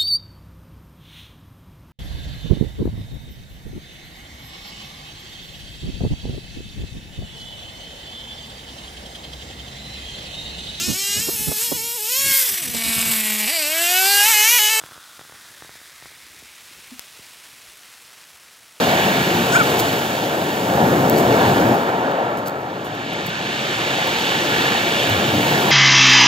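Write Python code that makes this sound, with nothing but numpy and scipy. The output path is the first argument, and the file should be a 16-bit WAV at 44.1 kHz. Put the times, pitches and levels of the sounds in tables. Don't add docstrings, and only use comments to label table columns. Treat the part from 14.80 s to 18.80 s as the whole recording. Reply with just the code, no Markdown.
import sys
import numpy as np
from scipy import signal
from scipy.fft import rfft, irfft
from scipy.io import wavfile

SR = 44100
rng = np.random.default_rng(int(sys.argv[2]) if len(sys.argv) > 2 else 0)


def log_audio(samples):
    frames = np.atleast_2d(samples).T
    limited = np.clip(frames, -1, 1)
    pcm = np.round(limited * 32767).astype(np.int16)
    wavfile.write(sys.argv[1], SR, pcm)


N = 176400

# f/Hz, level/dB
LOW_NOISE_SPECTRUM = [(20, -9), (55, 3), (150, 0.5), (400, -1.5), (700, -4), (900, -17), (1200, -51),
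                      (15000, -46)]
# t/s, level/dB, starting f/Hz
BUMPS = [(1.622, -45, 900), (1.989, -52, 428), (2.391, -43, 650)]
# f/Hz, level/dB, t60/s
BOTTLE_MODES = [(254, 1, .135), (224, -11, .12)]
# f/Hz, level/dB, t60/s
GLASS_MODES = [(965, -24, .05), (1215, -14.5, .025)]
# t/s, level/dB
CHURN_LEVEL = [(0, -63), (.3, -69.5), (.5, -64.5), (.85, -63.5), (1.1, -68.5), (1.6, -63), (1.75, -71.5),
               (1.95, -63.5), (2.25, -70.5), (2.45, -68), (3, -71.5), (4, -73)]
# f/Hz, level/dB
CHURN_SPECTRUM = [(20, -23), (38, -14), (56, 1.5), (75, 0.5), (110, 0), (190, -4), (300, -3), (600, -14),
                  (1500, -31)]
# t/s, level/dB, f/Hz
GLUGS = [(1.245, -50, 60), (1.372, -54, 169), (1.467, -46, 302), (1.542, -49, 307), (1.589, -52, 105),
         (1.912, -45, 295), (1.965, -56, 62), (2.728, -51, 141), (2.88, -56, 55), (3.244, -56, 135),
         (3.54, -57, 85)]
# t/s, level/dB
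FLOW = [(0, -47.5), (.25, -48), (.9, -48), (1.45, -48.5), (1.9, -47.5), (2.4, -47), (2.9, -48),
        (3.4, -49.5), (3.99, -51.5)]
# f/Hz, level/dB
SPLASH_SPECTRUM = [(40, -18), (140, 0), (250, -3), (450, .5), (800, -.5), (1100, -7), (3000, -35)]
# t/s, lowest mode's f/Hz, its width/Hz, its level/dB, upper modes' level/dB
AIR_COLUMN = [(0, 1320, 300, 9.8, 1.3), (.35, 1370, 330, 8.2, 0), (.6, 1600, 600, 6, -1.5),
              (.9, 1820, 540, 7, -1), (1.25, 2000, 620, 6.8, -2), (1.7, 2270, 950, 4.8, -6),
              (2.3, 2330, 1700, 1.7, -14), (3.2, 1880, 2100, 2, -25), (4, 1760, 2100, 1, -21)]
# f/Hz, width/Hz, level/dB
UPPER_AIR_MODES = [(3400, 420, 3.2), (4720, 340, -11)]
# t/s, level/dB
SNAPS = [(.0629, -20), (.1313, -28), (1.536, -34), (1.7155, -30), (1.9842, -35), (2.3521, -31),
         (2.5329, -32), (3.359, -33), (3.749, -33)]
# t/s, level/dB
LARGE_POPS = [(.0129, -36), (.0158, -30), (.022, -43), (.0383, -22.5), (.063, -33), (.0896, -33),
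              (.1123, -33), (.1206, -31), (.1316, -39), (.1586, -35), (.1654, -36), (.1783, -30.5),
              (.3941, -26.5), (.4132, -28), (.4513, -35), (.4967, -31.5), (.5234, -29.5), (.5433, -35),
              (.656, -39), (.7705, -38), (.8231, -24.5), (.8484, -30), (.8937, -28.5), (.956, -31),
              (1.016, -36), (1.2251, -29.5), (1.2576, -28), (1.306, -40), (1.317, -35.5)]
# f/Hz, level/dB, t60/s
SLOSH_MODES = [(75, -49, .09), (138, -21.5, 0.06), (311, -28.5, 0.057)]
# f/Hz, level/dB
FIZZ_SPECTRUM = [(200, -13), (500, -6.5), (800, -5), (1250, .6), (1700, -0.5), (2800, -0.2), (3900, -1.2),
                 (4500, -1.6), (5300, -0.5), (6500, -2.06), (9000, -2.5), (11800, -3.5), (13200, -8),
                 (15600, -8.3)]


def from_db(db):
    return 10 ** (np.asarray(db) / 20)


def rms_one(x):
    return x / np.sqrt(np.mean(x ** 2) + 1e-20)


def clock():
    return np.arange(N) / SR


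def in_time(rows):
    times, *columns = np.transpose(rows)
    return [np.interp(clock(), times, column) for column in columns]


def colour(x, spectrum):
    hz, db = np.transpose(spectrum)
    bin_hz = np.maximum(np.arange(N // 2 + 1) * SR / N, 1)
    return irfft(rfft(x) * from_db(np.interp(np.log(bin_hz), np.log(hz), db)), N)


def butter_pass(x, hz, kind):
    return signal.sosfilt(signal.butter(2, hz, kind, fs=SR, output="sos"), x + 1e-18)


def drift(rate_hz):
    bin_hz = np.arange(N // 2 + 1) * SR / N
    band = bin_hz / (rate_hz ** 2 + bin_hz ** 2) / (1 + (bin_hz / rate_hz) ** 2)
    return rms_one(irfft(rfft(rng.standard_normal(N)) * band, N))


def clicks(rows):
    out = np.zeros(N)
    for at_s, db in rows:
        out[int(at_s * SR)] += from_db(db)
    return out


def ring(x, modes):
    out = 0
    for hz, db, t60 in modes:
        radius = np.exp(-np.log(1000) / (t60 * SR))
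        angle = 2 * np.pi * hz / SR
        feedback = [1, -2 * radius * np.cos(angle), radius ** 2]
        out = out + from_db(db) * signal.lfilter([0, np.sin(angle)], feedback, x + 1e-18)
    return out


def resonate(x, hz, width_hz, block=256):
    out, state = np.zeros(N), np.zeros(2)
    for i in range(0, N, block):
        radius = np.exp(-np.pi * width_hz[i] / SR)
        forward = (1 - radius ** 2) / 2 * np.array([1, 0, -1])
        feedback = [1, -2 * radius * np.cos(2 * np.pi * hz[i] / SR), radius ** 2]
        out[i:i + block], state = signal.lfilter(forward, feedback, x[i:i + block], zi=state)
    return out


def low_stereo_noise(start_db=-76, fade_db_per_s=1):
    noise = rms_one(colour(rng.standard_normal(N), LOW_NOISE_SPECTRUM))
    side = noise * from_db(start_db - fade_db_per_s * clock())
    return np.array([side, -side])


def kitchen_reverb(x, level_db=-28, t60_s=.25, dull_hz=500):
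    t = np.arange(SR // 2) / SR
    tails = butter_pass(rng.standard_normal((2, len(t))), dull_hz, "low")
    tails *= np.exp(-np.log(1000) * t / t60_s)
    tails /= np.sqrt(np.sum(tails[0] ** 2))
    return from_db(level_db) * signal.fftconvolve(x[None], tails, axes=1)[:, :N]


def bump(at_s, db, start_hz, end_hz=60, fall_s=.004, decay_s=.013):
    age = np.maximum(clock() - at_s, 0)
    hz = (end_hz + (start_hz - end_hz) * np.exp(-age / fall_s)) * (age > 0)
    return from_db(db) * np.exp(-(age / decay_s) ** 2) * np.sin(2 * np.pi * np.cumsum(hz) / SR)


def tick(at_s=2.19457, db=-1.4):
    return np.array([clicks([(at_s, db)]), np.zeros(N)])


def knock(at_s=2.1132, db=-29, contact_s=.0089, right_lag_s=.00031):
    blow = clicks([(at_s, db)])
    swell = 1 - np.exp(-(np.maximum(clock() - at_s, 0) / contact_s) ** 2)
    left = swell * (ring(blow, BOTTLE_MODES[:1]) - ring(blow, BOTTLE_MODES[1:]))
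    right = np.interp(clock() - right_lag_s, clock(), left)
    return ring(blow, GLASS_MODES) + np.array([left, right])


def churn(gain_db=2, lumps_db=2):
    level_db, = in_time(CHURN_LEVEL)
    lumpy_noise = rng.standard_normal(N) * from_db(lumps_db * drift(rate_hz=22))
    return from_db(gain_db + level_db) * rms_one(colour(lumpy_noise, CHURN_SPECTRUM))


def glugs(cycles=9):
    return sum(ring(clicks([(at_s, db)]), [(hz, 0, cycles / hz)]) for at_s, db, hz in GLUGS)


def crackle(per_s=14000, spread_db=6):
    sizes = from_db(spread_db * np.clip(rng.standard_normal(N), -3, 3))
    signs = rng.choice([-1, 1], N)
    collapses = rng.random(N) < per_s / SR
    return rms_one(sizes * signs * collapses)


def splash(gain_db=-22, rise_db_per_s=2.4):
    flow_db, = in_time(FLOW)
    body = rms_one(colour(crackle(), SPLASH_SPECTRUM))
    return from_db(gain_db + flow_db + rise_db_per_s * clock()) * body


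def air_column(x, upper_rise_hz_per_s=120, upper_widen_hz_per_s=220):
    lowest_hz, lowest_width_hz, lowest_db, upper_db = in_time(AIR_COLUMN)
    rise_hz = upper_rise_hz_per_s * clock()
    widening_hz = upper_widen_hz_per_s * clock()
    out = from_db(lowest_db) * resonate(x, lowest_hz, lowest_width_hz)
    for hz, width_hz, db in UPPER_AIR_MODES:
        out += from_db(upper_db + db) * resonate(x, hz + rise_hz, width_hz + widening_hz)
    return out


def snaps():
    return butter_pass(clicks(SNAPS), hz=1500, kind="high")


def small_bursts(start_per_s=40, thinning_s=.91, db=-47, spread_db=2):
    bursts = rng.random(N) < start_per_s / SR * np.exp(-clock() / thinning_s)
    return bursts * from_db(db + spread_db * rng.uniform(-.88, 1, N))


def pops(swell_s=.00036, decay_s=.0002, gain_db=3, air_db=-14):
    bursts = clicks(LARGE_POPS) + small_bursts()
    t = np.arange(-SR // 100, SR // 100 + 1) / SR
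    suction = -decay_s / swell_s * np.exp(-abs(t) / swell_s)
    pulse = np.where(t < 0, suction, np.exp(-abs(t) / decay_s))
    pulses = signal.fftconvolve(bursts, pulse, "same")
    direct = from_db(gain_db) * butter_pass(pulses, hz=2300, kind="low")
    slosh = ring(bursts, SLOSH_MODES)
    return butter_pass(direct + slosh, hz=50, kind="high") + from_db(air_db) * air_column(direct)


def fizz(gain_db=5, flutter_db=.49, air_swell_db=.8):
    flow_db, = in_time(FLOW)
    inside = crackle() * from_db(air_swell_db * drift(rate_hz=11))
    level_db = gain_db + flow_db + flutter_db * drift(rate_hz=25)
    direct = colour(crackle(), FIZZ_SPECTRUM)
    return from_db(level_db) * (direct + air_column(inside))


def scene():
    pour = fizz() + splash() + churn() + glugs() + pops() + snaps()
    knocked = knock()
    bumps = sum(bump(*row) for row in BUMPS)
    return pour + knocked + kitchen_reverb(knocked[0]) + bumps + tick() + low_stereo_noise()


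def record(dry, bass_cut_hz=46, top_cut_hz=16000):
    low_pass = signal.firwin(101, top_cut_hz, fs=SR)
    return signal.fftconvolve(butter_pass(dry, bass_cut_hz, "high"), low_pass[None], "same", axes=1)


dry = scene()
out = record(dry)
log_audio(out)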